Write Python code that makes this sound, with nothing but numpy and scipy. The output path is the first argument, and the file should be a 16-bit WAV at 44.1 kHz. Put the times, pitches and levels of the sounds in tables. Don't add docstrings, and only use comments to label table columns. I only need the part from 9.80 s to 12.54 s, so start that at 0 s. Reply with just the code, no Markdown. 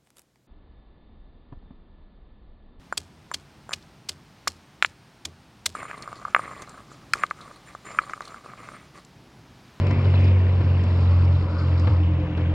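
import sys
import numpy as np
from scipy.fft import rfft, irfft, next_fast_len
from scipy.io import wavfile
from scipy.ndimage import map_coordinates

SR = 44100
rng = np.random.default_rng(int(sys.argv[2]) if len(sys.argv) > 2 else 0)


def transcribe(signal):
    frames = np.atleast_2d(signal).T
    limited = np.clip(frames, -1, 1)
    pcm = np.round(limited * 32767).astype(np.int16)
    wavfile.write(sys.argv[1], SR, pcm)


N = 120834

# start_s, pitch_hz
FIRING_RATE = [(0, 93.64), (.3, 92.04), (.5, 91.93), (.8, 90.1), (1.1, 88.94), (1.55, 88.85), (1.75, 87.4),
               (2.3, 86.9), (2.5, 85.42), (2.74, 85.2)]
# start_s, level_db
FIRING_LEVEL = [(0, -19), (.22, -21), (.32, -16.5), (.5, -14.5), (.72, -18.5), (.95, -18), (1.04, -20.5),
                (1.33, -15.5), (1.55, -17), (1.7, -26), (1.95, -18.5), (2.2, -18), (2.38, -21.5),
                (2.5, -30.5), (2.58, -25), (2.74, -20)]
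# start_s, level_db
THIRD_ORDER_LEVEL = [(0, -31), (.13, -28.5), (.4, -28), (.55, -33.5), (.68, -38.5), (.78, -30), (.95, -29),
                     (1.07, -37.5), (1.17, -29.5), (1.33, -31.5), (1.42, -27), (1.6, -29.5), (1.71, -42.5),
                     (1.83, -27), (2.02, -30.5), (2.17, -35), (2.33, -30.5), (2.74, -33.5)]
# shaft_order, crest_s, half_length_s, level_db
OVERTONE_SWELLS = [(4, 0.056, .15, -38.5), (4, 1.09, 0.85, -39), (4, 2.5, 0.41, -34.5),
                   (5, 0.16, .1, -33.5), (5, .47, .14, -35.5), (5, 1.1, 0.48, -39), (7, .1, .25, -47),
                   (8, 0.33, 0.49, -43), (9, 0.32, 0.46, -49.5), (10, 1.15, 0.19, -45.5),
                   (10, 1.2, 0.59, -53), (11, 0.44, .28, -49), (12, 2.4, 0.39, -45), (13, 1.3, 0.48, -54.5)]
FLUTTER_DB, PHASE_WANDER_RAD, FLUTTER_PER_S = 0.2941, 0.082, 16
# start_s, level_db
ROAR_LEVEL = [(0, -36), (.4, -38), (.72, -40), (1.03, -38.7), (1.4, -39.5), (1.7, -41), (2.05, -40),
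              (2.25, -41), (2.74, -40.7)]
# pitch_hz, density_db
ROAR_SPECTRUM = [(90, -14.5), (140, 4.5), (220, 3), (330, 1), (410, -2), (520, 0.5), (680, -4.5),
                 (820, -10), (1000, -5.5), (1300, -13.5), (1700, -16.5), (2600, -27), (5000, -81)]
ROAR_DB = 4
PULSE_DEPTH = 0.049

# start_s, splash_db, thump_db
HULL_SLAPS = [(0.064, -30.5, -32), (0.108, -30, -19.5), (0.156, -38, -25.5), (0.191, -41.5, -28),
              (0.251, -32, -21), (0.337, -30, -33), (.805, -29, -16), (1.037, -34.5, -28.5),
              (2.071, -25, -12.5), (2.573, -30.5, -26), (2.609, -40, -24.5)]
# pitch_hz, density_db
SPLASH_SPECTRUM = [(150, 5.5), (290, 9.5), (400, 4.5), (520, 7.5), (750, -2.5), (1000, 2.5), (1500, -4.5),
                   (2700, -9.5), (4000, -14.5), (7000, -44), (11000, -66.5)]
SPLASH_RISE_S, SPLASH_T60_S, SPLASH_GRAIN_DB = .003, 0.048, 1.8
SPLASH_PAN_DB = 3
SPRAY_DB, SPRAY_RISE_S, SPRAY_T60_S = -17, 0.024, .22
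HULL_HZ, HULL_RISE_S, HULL_T60_S = 101.3, 0.017, 0.18
HULL_RING_HZ, HULL_RING_DB = 269, -21
# start_s, level_db
DROPLETS = [(0.067, -48.5), (0.109, -44.5), (0.408, -51), (0.441, -53), (1.037, -48.5), (1.996, -43.5),
            (2.571, -55.5), (2.606, -58)]
# pitch_hz, density_db
DROPLET_SPECTRUM = [(2500, -9), (4000, 0), (5000, 17.5), (6200, 2.5), (7800, 1.5), (10000, -21.5),
                    (12000, -23)]
DROP_RISE_S, DROP_T60_S = .0014, .021

# start_s, level_db
WASH_LEVEL = [(0, -47), (.2, -46.5), (.3, -46.5), (.45, -42), (.55, -45), (.75, -47.5), (1.3, -47.5),
              (1.6, -50), (1.68, -52.5), (1.85, -50), (2.1, -50), (2.35, -48), (2.74, -47.5)]
# pitch_hz, density_db
WASH_SPECTRUM = [(600, -38.5), (1500, -5), (2200, 1), (2700, 1.5), (3200, -3), (3900, -9), (4700, -40.5),
                 (6000, -23.5), (9000, -45.5), (12000, -80)]
# start_s, level_db
HISS_LEVEL = [(0, -58.5), (.25, -57.5), (.45, -57), (.58, -63), (.85, -60), (.98, -58.5), (1.05, -57),
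              (1.2, -56), (1.4, -58.5), (1.58, -57), (1.68, -59), (1.83, -55), (1.95, -57), (2.1, -55.8),
              (2.28, -67), (2.74, -68)]
# pitch_hz, density_db
HISS_SPECTRUM = [(2000, -41), (3400, 2), (4200, 3.5), (5250, 0.5), (6000, -16.5), (7500, -16), (8500, -25),
                 (10000, -31.5), (12000, -55)]
WASH_DB, HISS_DB = 0, 3.5
BUBBLE_SPREAD_DB, BUBBLE_DB, BUBBLE_CYCLES = 15.5, -4, 33
# start_s, level_db
SWIRL_LEVEL = [(0, -51.5), (.13, -41), (.25, -52), (.33, -52), (.44, -46), (.6, -61), (.9, -69.5)]
SWIRL_HZ, SWIRL_WIDTH_HZ, SWIRL_ROUGH_DB = 2320, 820, 2.5
# start_s, centre_hz, level_db
CREST_SPURTS = [(.343, 3790, -46.5), (0.373, 3080, -44), (0.444, 4750, -51.5), (0.467, 3480, -43),
                (.605, 3380, -51.5), (1.268, 3670, -49), (1.549, 3720, -48), (1.783, 4730, -48),
                (1.867, 3600, -51), (1.913, 2960, -50), (2.23, 3100, -43)]
SPURT_RISE_S, SPURT_T60_S, SPURT_WIDTH_HZ = 0.0051, 0.057, 900

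# pitch_hz, density_db
WIND_SPECTRUM = [(12, -8), (28, -7), (43, 0), (56, 2.5), (71, 6), (85, 1), (120, 0.5), (200, -8),
                 (500, -68.5)]
WIND_DB, WIND_LUMPS_DB = -36, 1.6
# start_s, centre_hz, level_db
WHOOSH_DRIFT = [(0, 1000, -53), (.7, 1000, -56.5), (1.0, 1050, -51), (1.33, 1100, -42.5),
                (1.55, 1150, -49.5), (1.8, 1261, -42), (1.95, 1200, -48), (2.13, 1050, -43),
                (2.4, 950, -60.5), (2.74, 950, -71)]
WHOOSH_WIDTH_HZ = 640
# start_s, level_db
HUM_LEVEL = [(0, -52), (1.0, -47), (1.6, -43.5), (1.95, -39), (2.3, -37), (2.74, -37)]
HUM_HZ, HUM_WANDER_RAD = 303, .33
HUM_THROB_PER_S, HUM_CREST_S, HUM_DEPTH = 10.3, 2.12, .75

# pitch_hz, left_minus_right_db
LEFT_RIGHT_BALANCE = [(250, 0), (700, 1.5), (1050, 3.3), (1550, 5), (2400, 2.5), (3200, 0), (3650, -5),
                      (4050, -14), (4800, -2), (5600, 0), (7000, -4), (8500, 0)]
# pitch_hz, lag_radians
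LEFT_LAG = [(300, 0), (1050, .1), (2000, .85), (3200, 1.9), (3800, 2.8), (4300, 5.6), (5400, 6.25),
            (6500, 6.8), (7700, 5.8), (9000, 6.28)]
# pitch_hz, correlation (1 is identical)
PORT_LIKENESS = [(40, .997), (110, 0.97), (200, 1), (330, 0.98), (700, 0.98), (1400, 0.92), (2800, 0.84),
                 (5000, 0.76)]
TOP_HZ = 12300

HALVES = np.array([[.5], [-.5]])


def engine():
    firing_hz, = curves(FIRING_RATE)
    shaft = np.pi * np.cumsum(firing_hz) / SR

    def tone(order, wander):
        start = rng.uniform(0, 2 * np.pi)
        return np.sqrt(2) * np.sin(order * shaft + start + wander)

    firing_gain = amp(curves(FIRING_LEVEL)[0] + 0.1 * wobble(32))
    third_gain = amp(curves(THIRD_ORDER_LEVEL)[0] + 1.2 * wobble(14))
    lines = firing_gain * tone(order=2, wander=0.044 * wobble(16))
    lines += third_gain * tone(order=3, wander=.2 * wobble(12))
    lines += overtones(tone)
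    pulsing = unit(1 + PULSE_DEPTH * (np.cos(2 * shaft) + np.cos(shaft)))
    roar_gain = amp(curves(ROAR_LEVEL)[0] + ROAR_DB + 0.53 * wobble(22))
    return lines + roar_gain * pulsing * rush(ROAR_SPECTRUM)


def overtones(tone):
    t = np.arange(N) / SR
    total = np.zeros(N)
    for k in sorted({round(row[0]) for row in OVERTONE_SWELLS}):
        swells = [amp(db) * np.exp(-.5 * ((t - crest_s) / half_s) ** 2)
                  for order, crest_s, half_s, db in OVERTONE_SWELLS if round(order) == k]
        flutter = amp(FLUTTER_DB * k * wobble(FLUTTER_PER_S))
        wander = PHASE_WANDER_RAD * k * wobble(FLUTTER_PER_S)
        total += np.max(swells, axis=0) * flutter * tone(k, wander)
    return total


def hull():
    splash, thump = 0, 0
    for s, splash_db, thump_db in HULL_SLAPS:
        spray = amp(SPRAY_DB) * burst(s, SPRAY_RISE_S, SPRAY_T60_S)
        splash = splash + amp(splash_db) * (burst(s, SPLASH_RISE_S, SPLASH_T60_S) + spray)
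        t = since(s)
        ring = np.sin(2 * np.pi * HULL_HZ * t) + amp(HULL_RING_DB) * np.sin(2 * np.pi * HULL_RING_HZ * t)
        thump = thump + amp(thump_db) * burst(s, HULL_RISE_S, HULL_T60_S) * ring
    grain = unit(amp(SPLASH_GRAIN_DB * wobble(400)))
    splashes = splash * grain * rush(SPLASH_SPECTRUM) * amp(SPLASH_PAN_DB * HALVES)
    ticks = sum(amp(db) * burst(s, DROP_RISE_S, DROP_T60_S) for s, db in DROPLETS)
    return splashes + thump + ticks * rush(DROPLET_SPECTRUM)


def water():
    wash_gain = amp(curves(WASH_LEVEL)[0] + WASH_DB + 0.34 * wobble(25))
    wash = wash_gain * (rush(WASH_SPECTRUM) + amp(BUBBLE_DB) * bubbles())
    hiss_gain = amp(curves(HISS_LEVEL)[0] + HISS_DB + 1.1 * wobble(25))
    hiss = hiss_gain * unit(amp(2.4 * wobble(500)) * rush(HISS_SPECTRUM))
    rough_band = unit(amp(SWIRL_ROUGH_DB * wobble(150)) * band(SWIRL_HZ, SWIRL_WIDTH_HZ))
    swirl = amp(curves(SWIRL_LEVEL)[0]) * rough_band
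    spurts = sum(amp(db) * burst(s, SPURT_RISE_S, SPURT_T60_S) * band(hz, SPURT_WIDTH_HZ)
                 for s, hz, db in CREST_SPURTS)
    return wash + hiss + swirl + spurts


def bubbles(count=700):
    when, pitch, size = rng.random((count, 3)).T[..., None]
    hz = 1300 * 4 ** pitch
    t = np.arange(SR // 100) / SR
    decay = np.exp(-hz * t * np.log(1000) / BUBBLE_CYCLES)
    rings = amp(BUBBLE_SPREAD_DB * size ** 2) * np.sin(2 * np.pi * hz * t) * decay
    at = (when * N).astype(int) + np.arange(len(t))
    fizz = np.bincount(at.ravel(), rings.ravel(), N)[:N]
    return unit(filtered(fizz, lambda hz: amp(along(WASH_SPECTRUM, hz))))


def breeze():
    rumble = amp(WIND_DB + WIND_LUMPS_DB * wobble(8)) * rush(WIND_SPECTRUM)
    centre_hz, level_db = curves(WHOOSH_DRIFT)
    return rumble + amp(level_db) * band(centre_hz, WHOOSH_WIDTH_HZ)


def hum():
    t = np.arange(N) / SR
    throb = 1 + HUM_DEPTH * np.cos(2 * np.pi * HUM_THROB_PER_S * (t - HUM_CREST_S) + .3 * wobble(5))
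    tone = np.sqrt(2) * np.sin(2 * np.pi * HUM_HZ * t + HUM_WANDER_RAD * wobble(22))
    return amp(curves(HUM_LEVEL)[0]) * throb * tone


def rush(spectrum):
    def shared_and_opposed(hz):
        angle = np.arccos(np.clip(along(PORT_LIKENESS, hz), 0, 1)) / 2
        return amp(along(spectrum, hz)) * [np.cos(angle), np.sin(angle)]
    mid, side = filtered(rng.standard_normal((2, N)), shared_and_opposed)
    return unit(np.array([mid + side, mid - side]))


def band(centre_hz, width_hz):
    phase = 2 * np.pi * np.cumsum(centre_hz * np.ones(N)) / SR
    return unit(wobble(width_hz) * np.cos(phase) + wobble(width_hz) * np.sin(phase))


def burst(s, rise, t60):
    t = since(s)
    envelope = (1 - np.exp(-(t / rise) ** 2)) * np.exp(-np.log(1000) * t / t60)
    return envelope / envelope.max()


def since(s):
    return np.maximum(np.arange(N) / SR - s, 0)


def wobble(rate):
    knots = rng.standard_normal(N // 8)
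    return map_coordinates(knots, [np.arange(N) * rate / SR], mode="wrap")


def curves(rows):
    s, *columns = np.transpose(rows)
    return [np.interp(np.arange(N) / SR, s, column) for column in columns]


def along(points, hz):
    f, v = np.transpose(points)
    return np.interp(np.log(hz + 1), np.log(f + 1), v)


def filtered(x, response):
    m = next_fast_len(N + SR // 2)
    return irfft(rfft(x, m) * response(np.fft.rfftfreq(m, 1 / SR)), m)[..., :N]


def amp(db):
    return 10 ** (np.asarray(db) / 20)


def unit(x):
    return x / np.sqrt(np.mean(x ** 2) + 1e-20)


def scene():
    return engine() + hull() + water() + breeze() + hum()


def record(dry):
    def ports(hz):
        gains = amp(along(LEFT_RIGHT_BALANCE, hz) * HALVES)
        even_gains = gains / np.sqrt(np.mean(gains ** 2, axis=0))
        return even_gains * np.exp(-1j * along(LEFT_LAG, hz) * HALVES)
    return filtered(filtered(dry, ports), lambda hz: hz < TOP_HZ)


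dry = scene()
out = record(dry)
transcribe(out)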